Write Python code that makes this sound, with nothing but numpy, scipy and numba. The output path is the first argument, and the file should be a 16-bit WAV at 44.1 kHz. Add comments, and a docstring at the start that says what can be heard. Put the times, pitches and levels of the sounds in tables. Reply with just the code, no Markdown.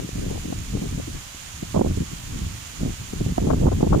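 """A gusting rumble and ragged puffs of wind buffet a microphone over the steady hiss of leaves.
Turbulent eddies press on its two ports; the harder puffs tend to be brighter, large eddies thump,
and one gust rings a cavity. Around the roof terrace, countless banana and palm leaves rustle and
patter, their sounds adding up to broadband noise. The gain ducks under the hardest gusts."""
import sys
import numpy as np
from scipy import signal
from scipy.fft import rfft, irfft
from scipy.io import wavfile
from scipy.ndimage import uniform_filter1d
from numba import njit

SR = 44100
rng = np.random.default_rng(int(sys.argv[2]) if len(sys.argv) > 2 else 0)


def transcribe(u):
    """Save the signal u as a 16-bit wav file named by the first command-line argument.

    u: samples, shape (n,) or (channels, n), limited to [-1, 1]; the rate is SR.
    q: integer samples, one column per channel.
    """
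    v = np.clip(np.atleast_2d(u).T, -1, 1)
    q = np.round(v * 32767).astype(np.int16)
    wavfile.write(sys.argv[1], SR, q)


N = 176400

# Strength of the wind at the ports. Each row: time in seconds, relative rumble level in dB.
GUST_LEVELS = [(0.0, -38), (0.09, -43), (0.15, -27), (0.41, -31), (0.5, -39.5), (0.57, -27.5), (0.66, -35),
               (0.76, -27), (0.82, -35.5), (0.96, -26), (1.06, -37.5), (1.17, -30), (1.22, -44.5),
               (1.36, -46), (1.63, -38.5), (1.73, -33.5), (1.77, -15), (1.84, -30), (1.87, -17.5),
               (2.03, -37), (2.08, -38), (2.26, -37.5), (2.29, -31), (2.44, -27.5), (2.65, -43),
               (2.76, -38.5), (2.83, -25), (2.9, -21.5), (2.97, -45), (3.0, -31), (3.07, -41), (3.2, -23.5),
               (3.33, -25), (3.35, -40), (3.379, -23.5), (3.54, -21.5), (3.66, -15.5), (3.72, -21),
               (3.8, -20), (3.89, -23), (3.92, -14), (4.0, -20.5)]
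# Spectrum of the slow eddies. Each row: frequency in Hz, relative spectral density in dB.
RUMBLE_SPECTRUM = [(10, -14.5), (25, -2), (50, -0.5), (85, 0.5), (160, -4.5), (230, -10), (320, -13.5),
                   (500, -25.5)]
# Puffs of air striking the ports. Each row: start in seconds, length in seconds, relative level in dB,
# cut-off in Hz, excess of the left port over the right in dB.
PUFF_EVENTS = [(0.003, 0.089, -32.5, 520, 7), (0.155, 0.13, -29, 510, 5), (0.298, 0.081, -30.5, 750, 12),
               (0.443, 0.076, -30, 480, 7), (0.523, 0.0041, -20.5, 870, 12.5), (0.731, 0.068, -26, 477, 10),
               (0.814, 0.059, -28, 584, 7), (0.906, 0.026, -31, 446, 12), (0.976, 0.029, -28.5, 590, 6.5),
               (1.072, 0.031, -33, 450, 7.5), (1.146, 0.0069, -31.5, 423, 4), (1.624, 0.011, -24, 517, 5),
               (1.744, 0.006, -18.5, 900, -9), (1.756, 0.024, -14, 820, -21),
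               (1.792, 0.0089, -14, 790, -20), (1.81, 0.0085, -9, 730, -14), (1.829, 0.09, -28, 560, -21),
               (1.844, 0.028, -19, 680, -16), (1.973, 0.011, -17.5, 380, -20),
               (2.002, 0.031, -22.5, 374, 3), (2.113, 0.028, -33, 423, 7), (2.32, 0.099, -35, 330, 16),
               (2.803, 0.077, -25.5, 534, -9), (3.127, 0.0099, -25, 530, 11), (3.205, 0.014, -20, 472, 2),
               (3.262, 0.036, -25.5, 430, 4.5), (3.377, 0.0081, -15.5, 970, -13),
               (3.401, 0.14, -22.5, 605, -10), (3.468, 0.025, -18, 740, 11),
               (3.497, 0.015, -15.5, 1240, 29), (3.532, 0.0074, -15.5, 940, 13),
               (3.552, 0.06, -28, 550, -6), (3.61, 0.05, -17, 625, -8.5), (3.667, 0.018, -14, 950, -12),
               (3.715, 0.014, -18.5, 1030, 9), (3.74, 0.06, -29, 430, 4), (3.803, 0.0096, -20.5, 825, 8),
               (3.827, 0.025, -12, 690, -3), (3.865, 0.0083, -13.5, 670, -7), (3.901, 0.026, -20, 450, 10),
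               (3.924, .01, -13, 1150, 16), (3.94, 0.0088, -12, 1030, 21), (3.958, 0.049, -13.5, 580, -6.5)]
# Spectrum of a puff. Each row: frequency as a multiple of the cut-off, relative spectral density in dB.
PUFF_SPECTRUM = [(.06, -46), (.2, 1), (.4, -1), (.7, -4.5), (1, -12), (1.35, -20), (1.9, -37.5), (3, -66)]
# Lone large eddies. Each row: time in seconds, relative peak level in dB, centre frequency in Hz.
LARGE_EDDIES = [(0.735, -27.5, 149), (0.773, -18, 190), (0.948, -23, 95), (0.978, -19, 94),
                (1.348, -33, 188), (1.864, -10.5, 172), (2.42, -24, 89), (2.834, -18, 149),
                (3.264, -14, 150), (3.323, -16, 99), (3.546, -8, 130), (3.646, -17, 110), (3.679, -9, 130),
                (3.923, -3.5, 100)]
# Leaf hiss on either side. Each row: frequency in Hz, relative spectral density in dB.
LEFT_LEAF_SPECTRUM = [(100, -25), (400, -8.5), (700, 1), (1200, 3), (2000, 1), (3200, 2), (3800, -2.5),
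                      (5000, -1), (6400, -5.5), (7600, -17), (8100, -6), (9300, -24), (9900, -7),
                      (10800, -9), (12000, -6.5), (14000, -10), (14800, -0.5), (15600, -21)]
RIGHT_LEAF_SPECTRUM = [(100, -5), (400, -11), (700, -8), (1200, -4), (1700, -5.5), (2900, -4), (4000, -5.5),
                       (5400, -6), (6300, -1), (7050, 2), (7700, -5.5), (9300, -9), (9900, -7),
                       (10700, -14), (12300, -15.5), (14000, -23), (14950, -17), (15400, -36)]
# Swell of the leaves in the wind. Each row: time in seconds, gain of the hiss in dB.
LEAF_SWELL = [(0, -0.5), (1.25, 0.1), (1.55, 0), (2.7, 0.66), (3.5, -0.5), (4, 0.5)]

TIME = np.arange(N) / SR
BIN_HZ = np.arange(N // 2 + 1) * SR / N


def buffeting(lag_s=0.00083, bass_leak=0.98, treble_leak=0.26, corner_hz=258):
    """Crosstalk: each channel takes its own port at once and the other later, most fully in the bass."""
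    ports = np.array([rumble(), rumble()]) + puffs() + thumps() + knock()
    leak = treble_leak + (bass_leak - treble_leak) / (1 + (BIN_HZ / corner_hz) ** 2)
    return ports + delay(irfft(rfft(ports[::-1]) * leak, N), lag_s)


def rumble():
    """Turbulent pressure: large slow eddies load one port, their strength following the gusts."""
    when, db = np.array(GUST_LEVELS).T
    return eddies(RUMBLE_SPECTRUM) * undb(np.interp(TIME, when, db)) / np.sqrt(2)


def eddies(spectrum, size=N, evenness=0.31, span_s=0.096):
    """Shot noise: random pressure pulses overlap at a port, their running power partly evened out."""
    pressure = colour(impulses(per_s=1500, spread_db=2.5, size=size), spectrum)
    span = int(span_s * SR)
    power = uniform_filter1d(uniform_filter1d(pressure ** 2, span), span // 2)
    return unit(pressure / np.maximum(power, 1e-9) ** (evenness / 2))


def puffs(size=8192, attack_s=0.002, release_s=0.003, flutter_db=3, lift_db=1.5):
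    """Intermittency: faster eddies come in ragged bursts, their power split unevenly between ports."""
    ports, age = np.zeros((2, N + size)), np.arange(size) / SR
    for start, length, db, cut_hz, left_db in PUFF_EVENTS:
        envelope = np.minimum(age / attack_s, 1) * np.exp(-np.maximum(age - length, 0) / release_s)
        ragged = envelope * undb(flutter_db * wander(rate_hz=102, size=size))
        strength = undb(db + lift_db) * np.sqrt(np.mean(envelope ** 2))
        spectrum = [(ratio * cut_hz, level) for ratio, level in PUFF_SPECTRUM]
        onset = int(start * SR)
        for port, lean_db in enumerate((left_db, -left_db)):
            share = 1 / np.sqrt(1 + undb(-lean_db) ** 2)
            ports[port, onset:onset + size] += share * strength * unit(ragged * eddies(spectrum, size))
    return ports[:, :N]


def thumps():
    """Convection: a passing eddy is a pressure dip between gentler rises, briefer for a smaller eddy."""
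    pressure = np.zeros(N)
    for when, db, hz in LARGE_EDDIES:
        offset_squared = (2 * np.pi * hz * (TIME - when)) ** 2
        pressure -= undb(db) * (1 - offset_squared) / (1 + offset_squared) ** 2
    return pressure


def knock(start_s=3.379, ring_hz=685, attack_s=0.002, decay_s=0.0052, gain_db=-10):
    """Cavity resonance: a sudden push of air rings the hollow behind the right port for a few cycles."""
    age = np.maximum(TIME - start_s, 0)
    envelope = np.minimum(age / attack_s, 1) * np.exp(-np.maximum(age - attack_s, 0) / decay_s)
    ring = undb(gain_db) * envelope * np.sin(2 * np.pi * ring_hz * age)
    return np.array([np.zeros(N), ring])


def foliage(shared_power=0.065, lag_s=0.00056, left_db=-43.5, right_db=-37.5):
    """Partial coherence: leaves hiss all around, so little of their sound is common to both ports."""
    common = np.sqrt(shared_power) * rustle()
    left = np.sqrt(1 - shared_power) * rustle() + delay(common, lag_s)
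    right = np.sqrt(1 - shared_power) * rustle() + common
    hiss = np.array([undb(left_db) * colour(left, LEFT_LEAF_SPECTRUM),
                     undb(right_db) * colour(right, RIGHT_LEAF_SPECTRUM)])
    when, db = np.array(LEAF_SWELL).T
    return sway_band(hiss) * undb(np.interp(TIME, when, db))


def rustle(patter_gain=0.4, flicker_db=0.5):
    """Superposition: distant leaves merge into a flickering hiss; nearer ones patter on each other."""
    patter = patter_gain * unit(impulses(per_s=2500, spread_db=3.2))
    return (rng.standard_normal(N) + patter) * undb(flicker_db * wander(rate_hz=21))


def sway_band(hiss, centre_hz=3140, width_hz=860, lift_db=1.42, sway_db=0.13):
    """Amplitude modulation: the middle band of the hiss is lifted, and waxes and wanes slightly."""
    band = irfft(rfft(hiss) * np.exp(-((BIN_HZ - centre_hz) / width_hz) ** 2), N)
    gain = undb(lift_db + sway_db * wander(rate_hz=5))
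    return hiss + band * (gain - 1)


def impulses(per_s, spread_db, size=N):
    """Poisson process: pushes of random sign and strength arrive at independent moments."""
    arrivals = rng.random(size) < per_s / SR
    signs = np.sign(rng.standard_normal(size))
    return arrivals * signs * undb(spread_db * rng.exponential(size=size))


def wander(rate_hz, size=N):
    """Low-pass noise: a smooth random drift with zero mean and unit spread."""
    f = np.arange(size // 2 + 1) * SR / size
    low_pass = np.exp(-(f / rate_hz) ** 2) * (f > 0)
    return unit(irfft(rfft(rng.standard_normal(size)) * low_pass, size))


def colour(x, spectrum):
    """Spectral shaping: the gain follows (Hz, dB) points, then falls 12 dB an octave; the rms is 1."""
    hz, db = np.array(spectrum, float).T
    f = np.maximum(np.arange(len(x) // 2 + 1) * SR / len(x), 1)
    gain = undb(np.interp(np.log(f), np.log(hz), db)) / np.maximum(f / hz[-1], 1) ** 2
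    return unit(irfft(rfft(x) * gain, len(x)))


def delay(x, seconds):
    """Shift theorem: a phase lag proportional to frequency is a circular delay."""
    return irfft(rfft(x) * np.exp(-2j * np.pi * BIN_HZ * seconds), N)


def undb(db):
    """Decibel law: every 20 dB is a factor of ten in amplitude."""
    return 10 ** (np.asarray(db) / 20)


def unit(x):
    """Normalisation: the signal is scaled to an rms of 1."""
    return x / np.sqrt(np.mean(x ** 2) + 1e-18)


@njit
def follow(magnitude, attack_s, release_s):
    """Envelope detection: the level rises with one time constant and falls with another."""
    envelope, level = np.empty(len(magnitude)), 0.
    for i in range(len(magnitude)):
        time_constant = attack_s if magnitude[i] > level else release_s
        level += (magnitude[i] - level) / (time_constant * SR)
        envelope[i] = level
    return envelope


def scene():
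    """Superposition: the sound of the leaves adds to the wind pressure on the microphone."""
    return foliage() + buffeting()


def record(dry, threshold_db=-18, ratio=1.29, ceiling=0.93, top_hz=15650):
    """Compression ducks the hard gusts, saturation rounds the peaks and a steep low-pass cuts the top."""
    level = follow(np.abs(dry).max(axis=0), attack_s=0.0032, release_s=0.07)
    gain = np.maximum(level / undb(threshold_db), 1) ** (1 / ratio - 1)
    rounded = ceiling * np.tanh(dry * gain / ceiling)
    low_pass = signal.ellip(10, 0.2, 80, top_hz, fs=SR, output="sos")
    return signal.sosfilt(low_pass, rounded)


dry = scene()
out = record(dry)
transcribe(out)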